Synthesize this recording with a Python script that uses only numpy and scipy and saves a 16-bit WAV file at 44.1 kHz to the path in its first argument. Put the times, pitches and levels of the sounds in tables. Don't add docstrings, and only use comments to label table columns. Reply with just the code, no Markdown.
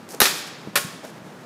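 import sys
import numpy as np
from scipy import signal
from scipy.fft import rfft, irfft
from scipy.io import wavfile
from scipy.ndimage import uniform_filter1d

SR = 44100
rng = np.random.default_rng(int(sys.argv[2]) if len(sys.argv) > 2 else 0)


def bounce(signal):
    frames = np.transpose(np.atleast_2d(signal))
    limited = np.clip(frames, -1, 1)
    pcm = np.round(limited * 32767).astype(np.int16)
    wavfile.write(sys.argv[1], SR, pcm)


N = 63945
T = np.arange(N) / SR
FREQS = np.maximum(np.fft.rfftfreq(2 * N, 1 / SR), 1)

# (time [s], level [dB], fade [s], treble tilt [dB/octave], resonance [Hz], resonance boost [dB],
# stick ring [dB], pad thud [dB])
BLADE_BLOWS = [(0.2029, -8.5, 0.031, 0.5, 1450, 8, -27, -16),
               (0.2161, -7.5, 0.038, 0.1, 1190, 3.5, -19, -7), (0.2275, -26, 0.022, -1, 8500, 17, -48, -49),
               (0.2308, -14.5, 0.02, 1.5, 900, -5, -33, -38), (0.2413, -20, 0.031, 4.5, 4800, 17, -36, -62),
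               (0.2549, -11.5, 0.042, -0.3, 2700, 7.5, -31, -40), (0.267, -17, 0.036, 0, 1600, 4, -47, -42)]
# (frequency [Hz], relative level [dB])
BLADE_SPECTRUM = [(60, -34), (200, -8.5), (450, -1.5), (800, -5), (1300, -1.5), (2100, -3), (2700, -4),
                  (3200, -13), (3850, 3), (4700, -8), (6000, -4.5), (8000, -15), (12000, -11.5),
                  (16000, -36)]
# (pitch [Hz], relative level [dB], fade [s])
STICK_TONES = [(853, -21, 0.58), (1195, -10.5, 0.15), (1310, -20, 0.04), (1730, -22, 0.071),
               (1814, -9, 0.5), (2830, -1.5, .1), (3230, -13, .22), (3856, 5, 0.042), (4197.7, -2, 0.054),
               (4382, -31, 0.17), (4391.7, -31, .24), (5670, -7, 0.11), (6450, 0, 0.033)]
# (pitch [Hz], relative level [dB], fade [s])
PAD_TONES = [(264.4, -11.5, 0.053), (425, -6.5, 0.037), (511, -10, 0.029), (830, -5, 0.031),
             (1194, -3, 0.03)]
# (time [s], level [dB], fade [s])
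EDGE_SNAPS = [(0.2028, 2, 0.0032), (.2108, -17, 0.019), (0.2314, -17, 0.01004), (.2408, -16.5, .01)]
# (time [s], level [dB], fade [s], treble tilt [dB/octave],
# resonance [Hz], resonance boost [dB], frame ring [dB])
GOAL_HITS = [(0.7556, -13.5, 0.1, 0.5, 1700, 8, -27), (0.7591, -14, 0.027, -0.5, 2470, 11.5, -36),
             (0.7636, -16, 0.059, 0, 3680, 10, -46), (0.7734, -17.5, 0.05, -0.8, 1440, 0, -31.5)]
# (frequency [Hz], relative level [dB])
CLACK_SPECTRUM = [(60, -18), (250, -7.5), (600, -5), (900, -9.5), (1400, 1), (1900, -8), (2600, -4.5),
                  (3300, -7), (3900, -4.5), (6500, -8.5), (9000, -7), (12500, -6.5), (16000, -19)]
# (pitch [Hz], relative level [dB], fade [s])
FRAME_TONES = [(468.7, -9.5, 0.6), (576.5, -0.5, 0.17), (1090.7, -2, .7), (1432.4, -3.5, 0.63),
               (1456, 10.5, 0.046), (1674, -35, 0.1817), (1845, 14.5, 0.029), (2795, -21.5, 0.45),
               (3741, -29, 0.28), (3950, 2, 0.095), (4387, -22, 0.2614), (7300, -21, .2)]
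# (time [s], level [dB], pitch [Hz], rise [s], fade [s])
FOOT_THUMPS = [(.1435, -26, 477, 0.003, 0.019), (0.673, -19, 265, 0.00074, 0.011),
               (0.6816, -26.5, 191, 0.0025, 0.058), (0.844, -22.5, 158, 0.0044, .04),
               (1.178, -37, 278, .002, 0.049), (1.218, -28, 192, 0.0031, 0.014)]
# (time [s], level [dB], rise [s], fade [s], grit level [dB])
SHOE_SCUFFS = [(0.131, -34, 0.0073, 0.12, -55), (1.028, -32, 0.024, 0.048, -52)]
# (time [s], length [s], level [dB])
SOLE_DRAGS = [(0.089, 0.064, -43), (0.344, 0.071, -38), (0.464, 0.02634, -44), (1.043, .07, -51)]
# (time [s], level [dB])
GRAIN_CRACKS = [(0.0898, -33), (0.107, -32), (0.126, -36), (.1385, -44), (0.1479, -29)]
# (frequency [Hz], relative level [dB])
GRIT_SPECTRUM = [(500, -8), (3500, -11.5), (5500, -2.5), (8000, -5.5), (12000, -8), (16000, -19)]
# (frequency [Hz], relative early level [dB], relative late level [dB], late fade [s])
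ECHO_BANDS = [(150, -14.5, -16, 1.7), (498, -8.5, -12, 0.56), (1620, -6.5, -10.5, 1.29),
              (4200, -4.5, -6.5, 0.9), (7600, -1.5, -3.5, 0.62), (13800, -4.5, -12.5, 0.42)]
# (frequency [Hz], relative level [dB])
HUM_SPECTRUM = [(25, -41), (60, -38), (100, -9.5), (160, 1.5), (220, 0.5), (400, -4), (800, -7.5),
                (1500, -12.5), (3000, -21.5), (6000, -26.5), (12000, -35), (16000, -42)]


def slap_shot():
    out = np.zeros(N)
    for start, db, fade, tilt, peak_hz, boost_db, ring_db, thud_db in BLADE_BLOWS:
        out += gain(db) * crack(start, fade, contact_tone(BLADE_SPECTRUM, tilt, peak_hz, boost_db))
        out += gain(ring_db) * ring(start, STICK_TONES)
        out += gain(thud_db) * ring(start, PAD_TONES)
    for start, db, fade in EDGE_SNAPS:
        out += gain(db) * noise(hump(hz=11540, octaves=0.07)) * burst(start, rise=0.00025, fade=fade)
    return out


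def air_puff():
    start = max(BLADE_BLOWS, key=lambda blow: blow[1])[0]
    return gain(-26.5) * thump(start, hz=45, rise=0.003, fade=0.013)


def puck_on_goal():
    out = np.zeros(N)
    for start, db, fade, tilt, peak_hz, boost_db, ring_db in GOAL_HITS:
        out += gain(db) * crack(start, fade, contact_tone(CLACK_SPECTRUM, tilt, peak_hz, boost_db))
        out += gain(ring_db) * ring(start, FRAME_TONES)
    return out


def footsteps():
    out = sum(gain(db) * thump(start, hz, rise, fade) for start, db, hz, rise, fade in FOOT_THUMPS)
    for start, db, rise, fade, grit_db in SHOE_SCUFFS:
        rub = gain(db) * noise(hump(hz=510, octaves=0.51))
        out += burst(start, rise, fade) * (rub + gain(grit_db) * grit())
    for start, length, db in SOLE_DRAGS:
        progress = np.clip((T - start) / length, 0, 1)
        swell = np.sqrt(np.abs(np.sin(np.pi * progress)))
        out += gain(db) * grit() * swell
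    for start, db in GRAIN_CRACKS:
        out += gain(db) * crack(start, fade=0.0048, tone_db=curve(GRIT_SPECTRUM))
    return out


def grit():
    clicks = rng.standard_normal(N) * (rng.random(N) < 0.1)
    return colour(clicks, curve(GRIT_SPECTRUM))


def street_echoes(sound, early_db, late_db):
    hz, *columns = np.array(ECHO_BANDS, float).T
    source, hiss = rfft(sound, 2 * N), rfft(rng.standard_normal(2 * N))
    early = burst(0, rise=0.0075, fade=0.24) ** 2
    out = np.zeros(N)
    for centre in 2 ** np.arange(7, 14.5, 0.5):
        near_db, far_db, fade = (np.interp(np.log(centre), np.log(hz), column) for column in columns)
        band = np.sqrt(np.maximum(1 - 2 * np.abs(np.log2(FREQS / centre)), 0))
        late = burst(0, rise=0.028, fade=fade) ** 2
        tail = gain(near_db + early_db) ** 2 * early / early.sum()
        tail += gain(far_db + late_db) ** 2 * late / late.sum()
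        energy = signal.fftconvolve(irfft(source * band)[:N] ** 2, tail)[:N]
        wash = irfft(hiss * band)[:N]
        out += wash / wash.std() * np.sqrt(np.maximum(energy, 0))
    return out


def outdoor_hum():
    waver_db = noise(hump(hz=6.6, octaves=0.69))
    return gain(-42 + waver_db) * noise(curve(HUM_SPECTRUM))


def crack(start, fade, tone_db):
    envelope = burst(start, rise=0.0005, fade=fade)
    spectrum = rfft(rng.standard_normal(N) * envelope, 2 * N)
    power = uniform_filter1d(np.abs(spectrum) ** 2, size=int(500 * 2 * N / SR))
    even = irfft(spectrum / np.sqrt(power))[:N] * (T >= start)
    cepstrum = irfft(np.log(gain(tone_db)))[:N] * np.sign(T)
    tone_filter = np.exp(2 * rfft(cepstrum, 2 * N))
    hit = irfft(rfft(even, 2 * N) * tone_filter)[:N]
    return hit * np.linalg.norm(envelope) / np.linalg.norm(hit)


def contact_tone(spectrum, tilt, peak_hz, boost_db):
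    return curve(spectrum) + tilt * np.log2(FREQS) + boost_db * gain(hump(peak_hz, octaves=0.27))


def ring(start, tones):
    age = np.maximum(T - start, 0)
    out = np.zeros(N)
    for hz, db, fade in tones:
        strength = gain(db + rng.standard_normal())
        out += strength * np.cos(2 * np.pi * hz * age) * burst(start, rise=0.00025, fade=fade)
    return out


def thump(start, hz, rise, fade):
    return burst(start, rise, fade) * np.sin(2 * np.pi * hz * (T - start))


def burst(start, rise, fade):
    age = T - start
    return np.clip(age / rise, 0, 1) * np.exp(-np.log(1000) * np.maximum(age - rise, 0) / fade)


def gain(db):
    return 10 ** (np.asarray(db) / 20)


def curve(points):
    hz, db = np.array(points, float).T
    return np.interp(np.log(FREQS), np.log(hz), db)


def hump(hz, octaves):
    return -20 * np.log10(1 + (np.log2(FREQS / hz) / octaves) ** 2 / 2)


def colour(sound, tone_db):
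    shaped = irfft(rfft(sound, 2 * N) * gain(tone_db))[:N]
    return shaped / shaped.std()


def noise(tone_db):
    return colour(rng.standard_normal(N), tone_db)


def low_cut(sound, hz):
    return signal.sosfilt(signal.butter(2, hz, "high", fs=SR, output="sos"), sound)


def scene():
    shot = low_cut(slap_shot(), hz=109)
    goal = low_cut(puck_on_goal(), hz=130)
    steps = low_cut(footsteps(), hz=105)
    echoes = street_echoes(shot + gain(-7.5) * steps, early_db=-1, late_db=-1.93)
    echoes += street_echoes(goal, early_db=-7, late_db=-6.5)
    return (shot + air_puff() + goal + steps + echoes + outdoor_hum())[None]


def record(dry):
    flattened = dry / (1 + dry ** 4) ** 0.25
    return signal.sosfilt(signal.ellip(8, 0.2, 70, 15400, fs=SR, output="sos"), flattened)


dry = scene()
out = record(dry)
bounce(out)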